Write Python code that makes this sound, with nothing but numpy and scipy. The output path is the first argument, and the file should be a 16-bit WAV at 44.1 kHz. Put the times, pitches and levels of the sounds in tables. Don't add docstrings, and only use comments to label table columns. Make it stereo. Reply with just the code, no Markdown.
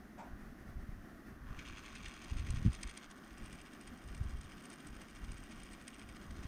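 import sys
import numpy as np
from scipy import signal
from scipy.fft import rfft, irfft
from scipy.io import wavfile
from scipy.ndimage import uniform_filter1d, map_coordinates

SR = 44100
rng = np.random.default_rng(int(sys.argv[2]) if len(sys.argv) > 2 else 0)


def voltage_ratio(level):
    return 10 ** (np.asarray(level, float) / 20)


def digitize_waveform(pressure):
    field = np.atleast_2d(pressure).T
    bounded = np.clip(field, -1, 1)
    quanta = np.round(bounded * 32767).astype(np.int16)
    wavfile.write(sys.argv[1], SR, quanta)


N = 285395
T = np.arange(N) / SR

# (time [s], strength [dB], brightness [dB])
HARD_STRIKES = [(1.593, -63.5, -37), (1.688, -58, -2), (1.774, -59, -32), (1.954, -49, -8),
                (2.062, -53.5, -28), (2.397, -51, -5), (2.506, -43, 2), (2.569, -63, 16), (2.733, -54, 10),
                (2.833, -37.5, -1.5), (2.895, -50, -3), (2.976, -44, 3), (3.114, -50.5, -7),
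                (3.46, -62, 17), (3.53, -51, 1), (3.812, -52.5, -2), (3.875, -52.5, 3), (4.149, -49, -5),
                (4.413, -50.5, -2), (4.657, -52, 7), (4.702, -51, 5), (4.731, -53, 3), (4.872, -51, 8),
                (5.017, -51.5, -1), (5.317, -63, 13), (5.52, -58, -6), (5.635, -53, 6), (5.733, -56.5, 12),
                (5.881, -43.5, 1.5), (5.996, -51, -3)]
# (time [s], motor level [dB], turn of the phone)
RATTLE = [(1.35, -90, 10), (1.49, -76, 13), (1.55, -67.5, 14), (1.62, -63, 14.5), (1.8, -62, 11.5),
          (2.1, -60.5, 11.5), (2.45, -61.5, 9.5), (2.8, -61, 8.5), (3.02, -64, 9), (3.18, -69, 5.5),
          (3.4, -63.5, 2.5), (3.8, -67.5, 3), (4.3, -64.5, 4), (4.75, -65.5, 3.5), (5.15, -65, 3.5),
          (5.6, -63, 3.5), (6.0, -67.5, 1.5), (6.47, -63.5, 8.5)]
# (time [s], turns made [1])
ROTOR_TURNS = [
    (1.591, 0),
    (2.156, 6),
    (2.299, 8),
    (2.83, 14),
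    (3.528, 24),
    (4.236, 34),
    (4.657, 40),
    (5.02, 45),
    (5.881, 57),
    (6.444, 65),
]
# (frequency [Hz], width [Hz], level [dB])
CASE_LEFT_MODES = [(2432, 430, 1.5), (2807, 190, -1), (3220, 290, -3), (3640, 166, -6.5), (1834, 70, -7.5)]
CASE_RIGHT_MODES = [(1914, 114, 1), (2288, 320, 5), (2740, 220, -3.5), (3440, 230, -17)]
# (frequency [Hz], width [Hz], level [dB])
PORT_LEFT_MODES = [(4200, 200, -4.5), (4990, 380, 4.5), (5670, 330, 3.5), (7220, 180, -11),
                   (7970, 120, -12.5)]
PORT_RIGHT_MODES = [(7930, 210, -7), (8567, 130, 8), (9210, 590, -2.5), (8170, 240, -3.5)]
# (frequency [Hz], width [Hz], level [dB])
FACE_LEFT_MODES = [(6160, 480, -3), (6630, 550, -10)]
FACE_RIGHT_MODES = [(4220, 260, 4.5), (5100, 650, -5), (5800, 450, -2), (6280, 300, -0.5), (6830, 350, -9)]
# (frequency [Hz], width [Hz], level [dB])
BENCH_MODES = [(1137, 188, -4), (1538, 310, -4.5)]
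# (time [s], peak [dB], width [ms])
PUSHES = [(0.893, -36.5, 3), (1.327, -45, 2.9), (1.512, -39, 4.3), (2.084, -44, 8.8), (2.325, -30.5, 4.8),
          (2.366, -34, 6.4), (2.403, -34, 5.2), (2.419, -35, 4.4), (2.503, -29, 3.9), (2.528, -45, 4.4),
          (2.543, -29, 3.2), (2.577, -31.5, 3.6), (2.598, -34, 3.3), (2.625, -37, 3.04),
          (2.653, -23.5, 1.9), (2.664, -17, 2.6), (2.673, -25.5, 1.85), (2.682, -21.5, 2.74),
          (2.686, -30, 6.6), (2.701, -29.5, 5.4), (2.864, -39, 8.5), (4.214, -27.5, 3.9),
          (4.263, -33.5, 7.3), (4.28, -44, 6.8), (4.337, -37, 6.1), (4.352, -35, 5.7), (5.239, -38.5, 6.8),
          (5.294, -38.5, 5.2), (5.354, -40.5, 4.6), (6.456, -37, 4.1)]
# (centre [s], peak [dB], half length [s], upper rumble [dB])
AIR_GUSTS = [(0.363, -58, 0.093, -6), (.8, -48.5, 0.14, -13), (1.22, -73, 0.059, 5), (1.516, -50, 0.13, -8),
             (1.803, -65, 0.11, -21), (2.043, -58, 0.041, -1), (2.497, -41.5, .12, -4.5),
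             (2.845, -52.5, .05, -16), (3.472, -56, 0.089, -8.5), (3.89, -59, 0.036, -20),
             (4.195, -42.5, 0.079, -6), (4.405, -49.5, 0.044, -8), (4.926, -50.5, 0.037, -3.5),
             (5.3, -56, 0.077, -4), (5.557, -58.5, 0.055, -8), (6.09, -50.5, 0.04, -10),
             (6.358, -52, 0.072, -3)]
# (frequency [Hz], level [dB], decay time t60 [s])
KNOCK_MODES = [(570, -49.5, 0.34), (716, -48.5, 0.42), (882, -40.5, 0.25), (1110, -58, 0.84),
               (1530, -55, 0.76), (2270, -56, .3), (3240, -61, 0.24), (4600, -64, 0.2), (6550, -59, 0.22)]
# (frequency [Hz], density [dB per Hz])
ROOM_SPECTRUM = [(59, -32), (100, -16.5), (219, -1), (388, -9.5), (470, -15.5), (749, -10), (925, -18),
                 (1100, -15.5), (1860, -19.5), (2400, -26.5), (3910, -34), (6230, -32), (7540, -38.5),
                 (14900, -37.5), (15800, -39)]
# (frequency [Hz], correlation [1])
PORT_LIKENESS = [(100, 1), (300, 0.93), (450, 0.0096), (650, -0.25), (950, -0.53), (1500, 0.76),
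                 (2200, -0.023), (16000, -0.082)]
# (frequency [Hz], width [Hz], gain added to 1 [1])
ROOM_TINT_LEFT = [(7200, 190, -0.028), (725, 500, -0.33), (9000, 1800, -0.17)]
ROOM_TINT_RIGHT = [(1878, 200, 1), (8800, 600, 0.52), (10000, 240, 0.86), (6460, 1500, -0.34)]

TOOTH_HZ, TOOTH_JITTER, TOOTH_SCATTER_DB = 117.1, 0.25, 4
THROB_S, THROB_DB, THROB_TURNS, STRIKE_THROB = 0.014, 4.5, 0.2, 0.22
TURN_SCATTER_DB, TURN_DB = 2.5, -3.5
CASE_KICK_DB, PORT_KICK_DB = 3, 4
LOOSE_DB, LOOSE_SCATTER_DB, LOOSE_SPREAD_S, LOOSE_BRIGHT_DB, BETWEEN_DB = 5.5, 3.5, 0.01186, 1, -3
WHEEL_TURNS, WHEEL_AT_TURN, WHEEL_DB = 8.83, 14.53, 1
RIGHT_DB, RIGHT_SHADE = -5.5, 0.41
HUM_DB, HUM_TURN, HUM_START_S, HUM_RISE_S = -73.5, 0.63, 1.24, 0.079
STRAIN_S, STRAIN_WIDTH_S, STRAIN_DB = 1.44, 0.08, -1
CALM_DB, CALM_UPPER_DB = -65.5, -75.5
KNOCK_S, ROOM_DB = 0.176, -55
NOTCH_HZ, NOTCH_WIDTH_HZ, NOTCH_DB = 7560, 130, -3


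def motor():
    s, *columns = np.transpose(RATTLE)
    case_db, pan_db = (np.interp(T, s, c) for c in columns)
    left_db = case_db + 0.3
    right_db = case_db + RIGHT_DB - RIGHT_SHADE * pan_db
    strain = np.exp(-0.5 * ((T - STRAIN_S) / STRAIN_WIDTH_S) ** 2)
    hum_db = HUM_DB + HUM_TURN * pan_db + STRAIN_DB * strain
    hum_db = hum_db - 25 / (1 + np.exp((T - HUM_START_S) / HUM_RISE_S))

    when, strike_db, bright_db = hard_strikes()
    strike_right = strike_db + bright_db / 2
    strike_case = strike_db - bright_db / 2
    strike_left = strike_db - 6.0 + 0.24 * np.interp(when, T, pan_db)

    throb = throbbing()
    case_db = case_db + CASE_KICK_DB * (throb - 0.5)
    left_db = left_db + PORT_KICK_DB * (throb - 0.5)
    right_db = right_db + PORT_KICK_DB * (throb - 0.5) + WHEEL_DB * wheel(T)
    mesh = teeth(throb)
    grit = rng.standard_normal((2, N))

    def part(modes, level_db, hit_db, width_s, turn_db, side=0):
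        body = ring(modes)
        rubbing = mesh * np.sign(grit[1]) ** side
        steady = voltage_ratio(level_db) * unit(signal.fftconvolve(rubbing, body)[:N])
        ringing = signal.fftconvolve(grit[side], body)[:N]
        ringing = ringing / np.sqrt(uniform_filter1d(ringing ** 2, size=200) + 1e-12)
        struck = ringing * slide(strikes(when, hit_db), width_s)
        return voltage_ratio(turn_db * np.clip(pan_db, -12, 12)) * (steady + struck)

    left = part(CASE_LEFT_MODES, case_db + 7.0, strike_case - 5, 0.0029, 0.05)
    left += part(PORT_LEFT_MODES, left_db - 2.0, strike_left - 1.5, 0.0021, -0.079)
    left += part(FACE_LEFT_MODES, left_db - 6.0, strike_left - 6, 0.0032, 0.26)
    right = part(PORT_RIGHT_MODES, right_db + 1.0, strike_right + 0.5, 0.0011, 0.046)
    case_right = part(CASE_RIGHT_MODES, case_db + 9.5, strike_case - 1.5, 0.0033, -0.5)
    right += late(case_right, 0.0002 - 0.000014 * pan_db)
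    right += part(FACE_RIGHT_MODES, left_db - 11.0, strike_left - 11, 0.0027, 0.63, side=1)
    evened = mesh / np.sqrt(uniform_filter1d(np.abs(mesh), 900))
    hum = voltage_ratio(hum_db + 4.0) * unit(signal.fftconvolve(evened, ring(BENCH_MODES))[:N])
    return np.array([left + 0.97 * hum, right + 1.28 * hum])


def teeth(throb):
    gap, strength = rng.standard_normal((2000, 2)).T
    times = np.cumsum(np.exp(TOOTH_JITTER * gap)) / TOOTH_HZ
    heard = times < T[-1]
    blows = strikes(times[heard], TOOTH_SCATTER_DB * np.minimum(strength, 1)[heard])
    contacts = unit(slide(blows, 0.0011) * rng.standard_normal(N))
    return voltage_ratio(THROB_DB * throb) * (contacts + 0.83 * rng.standard_normal(N))


def hard_strikes():
    s, level_db, pan_db = np.transpose(RATTLE)
    tight = turns()
    place, strength, colour = np.clip(rng.standard_normal((3 * len(tight), 3)).T, -2, [[2], [1], [1]])
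    between = np.tile([0, 0, 1], len(tight))
    when = np.repeat(tight, 3) + between * np.repeat(np.gradient(tight), 3) / 2
    when = when + LOOSE_SPREAD_S * place
    db = np.interp(when, s, level_db) + LOOSE_DB + BETWEEN_DB * between
    db = db + WHEEL_DB / 2 * wheel(when) + LOOSE_SCATTER_DB * strength
    bright_db = LOOSE_BRIGHT_DB + 2 * WHEEL_DB * wheel(when)
    bright_db = bright_db - 0.77 * np.interp(when, s, pan_db) + 4 * colour
    return np.hstack([np.transpose(HARD_STRIKES), [when, db, bright_db]])


def throbbing():
    s, made = np.transpose(ROTOR_TURNS)
    angle = np.interp(T, [0, *s, s[-1] + 1], [-16, *made, made[-1] + 14])
    nearest = np.round(angle)
    scatter = np.clip(rng.standard_normal(100), -2, 1)
    size = voltage_ratio(TURN_DB + TURN_SCATTER_DB * scatter)[nearest.astype(int)]
    times = np.array(HARD_STRIKES)[:, 0]
    swell = np.exp(-0.5 * ((T[:6001] - T[3000]) / THROB_S) ** 2)
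    hard = signal.fftconvolve(strikes(times, 0 * times), swell, mode="same")
    return size * np.exp(-0.5 * ((angle - nearest) / THROB_TURNS) ** 2) + STRIKE_THROB * hard


def wheel(when):
    s, made = np.transpose(ROTOR_TURNS)
    return np.cos(2 * np.pi * (np.interp(when, s, made) - WHEEL_AT_TURN) / WHEEL_TURNS)


def turns():
    s, made = np.transpose(ROTOR_TURNS)
    return np.interp(np.arange(made[-1] + 1), made, s)


def slide(blows, width_s):
    t = T[:2000] - T[176]
    shape = np.exp(-0.5 * (t / width_s) ** 2) + 0.24 * (t > 0) * np.exp(-t / 0.0053)
    return signal.fftconvolve(blows, shape)[176:N + 176]


def strikes(times, db):
    return np.bincount(np.clip((times * SR).astype(int), 0, N - 1), voltage_ratio(db), N)


def ring(modes):
    f = np.fft.rfftfreq(2048, 1 / SR)
    power = sum(voltage_ratio(2 * db) / (1 + ((f - hz) / (0.71 * w)) ** 2) ** 2 for hz, w, db in modes)
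    cepstrum = irfft(0.5 * np.log(power + voltage_ratio(-120)))
    cepstrum[1:1024] *= 2
    cepstrum[1025:] = 0
    return irfft(np.exp(rfft(cepstrum)))[:1024]


def late(x, lag_s):
    return map_coordinates(x, [(T - lag_s) * SR], order=3, mode="nearest")


def bumps():
    out = np.zeros(N + 6001)
    t = T[:6001] - T[3000]
    for s, db, ms in PUSHES:
        u = (t / (ms * np.where(t < 0, 0.0006, 0.0009))) ** 2
        push = (1 - np.where(t < 0, 1.1, 0.7) * u) * np.exp(-u / 2)
        start = int(s * SR)
        out[start:start + 6001] += voltage_ratio(db) * push
    out = out[3000:N + 3000]
    return np.array([1.16 * late(out, -0.00044), 1.01 * late(out, 0.00037)])


def air():
    f = np.fft.rfftfreq(N, 1 / SR)
    swells = [(db, upper_db, np.exp(-0.5 * ((T[::64] - s) / half_s) ** 2))
              for s, db, half_s, upper_db in AIR_GUSTS]
    deep_gain = voltage_ratio(CALM_DB) + np.repeat(sum(voltage_ratio(db) * e for db, _, e in swells), 64)[:N]
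    upper_gain = voltage_ratio(CALM_UPPER_DB) + np.repeat(sum(voltage_ratio(db + up) * e for db, up, e in swells), 64)[:N]
    deep = f ** 2 / (15 ** 2 + f ** 2) / (1 + (f / 65) ** 4)
    upper = (f / 95) ** 2 / (1 + (f / 105) ** 5)
    gust_db = 3.5 * walk(35)
    sides = np.array([[1], [-1]])
    low = unit(shaped(deep)) + 0.17 * sides * unit(shaped(deep))
    high = unit(shaped(upper)) + 0.25 * sides * unit(shaped(upper))
    return deep_gain * voltage_ratio(gust_db) * low + upper_gain * voltage_ratio(0.44 * gust_db) * high


def knock():
    t = np.clip(T - KNOCK_S, 0, None)
    f = np.fft.rfftfreq(N, 1 / SR)
    out = np.zeros((2, N))
    for hz, db, t60 in KNOCK_MODES:
        width = (0.08 + hz / 30000) * hz
        band = 1 / (1 + ((f - hz) / width) ** 4)
        echo = [unit(shaped(band)) for _ in range(2)]
        out += voltage_ratio(db) * (1 - np.exp(-t / 0.018)) * voltage_ratio(-60 * t / t60) * echo
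    return out


def room():
    f = np.fft.rfftfreq(N, 1 / SR) + 1
    hz, db = np.transpose(ROOM_SPECTRUM)
    gain = voltage_ratio(np.interp(np.log(f), np.log(hz), db))
    hz, correlation = np.transpose(PORT_LIKENESS)
    alike = np.clip(np.interp(np.log(f), np.log(hz), correlation), -0.99, 0.99)
    mid = shaped(gain * np.sqrt(1 + alike))
    side = shaped(gain * np.sqrt(1 - alike))
    lift = [1 + sum(g * np.exp(-0.5 * ((f - hz) / w * 2) ** 2) for hz, w, g in port)
            for port in (ROOM_TINT_LEFT, ROOM_TINT_RIGHT)]
    both = irfft(rfft([mid + side, mid - side]) * lift, N)
    return voltage_ratio(ROOM_DB + 1.03 * walk(24)) * unit(both)


def walk(rate):
    k = int(SR / rate)
    return unit(uniform_filter1d(uniform_filter1d(rng.standard_normal(N), k), k))


def shaped(gain):
    return irfft(rfft(rng.standard_normal(N)) * gain, N)


def unit(x):
    return x / np.sqrt(np.mean(x ** 2))


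def scene():
    return motor() + bumps() + air() + room() + knock()


def band_limit(x):
    return signal.sosfilt(signal.butter(12, 15730, fs=SR, output="sos"), x)


def record(dry):
    f = np.fft.rfftfreq(N, 1 / SR)
    top_lift_db = 2.5 * np.exp(-((f - 14750) / 400) ** 2)
    roll_off_db = 6 / (1 + np.exp((15300 - f) / 90))
    notch_db = NOTCH_DB * np.exp(-((f - NOTCH_HZ) / NOTCH_WIDTH_HZ) ** 2)
    colour = voltage_ratio(top_lift_db - roll_off_db + notch_db)
    return band_limit(irfft(rfft(dry) * colour, N))


dry = scene()
out = record(dry)
digitize_waveform(out)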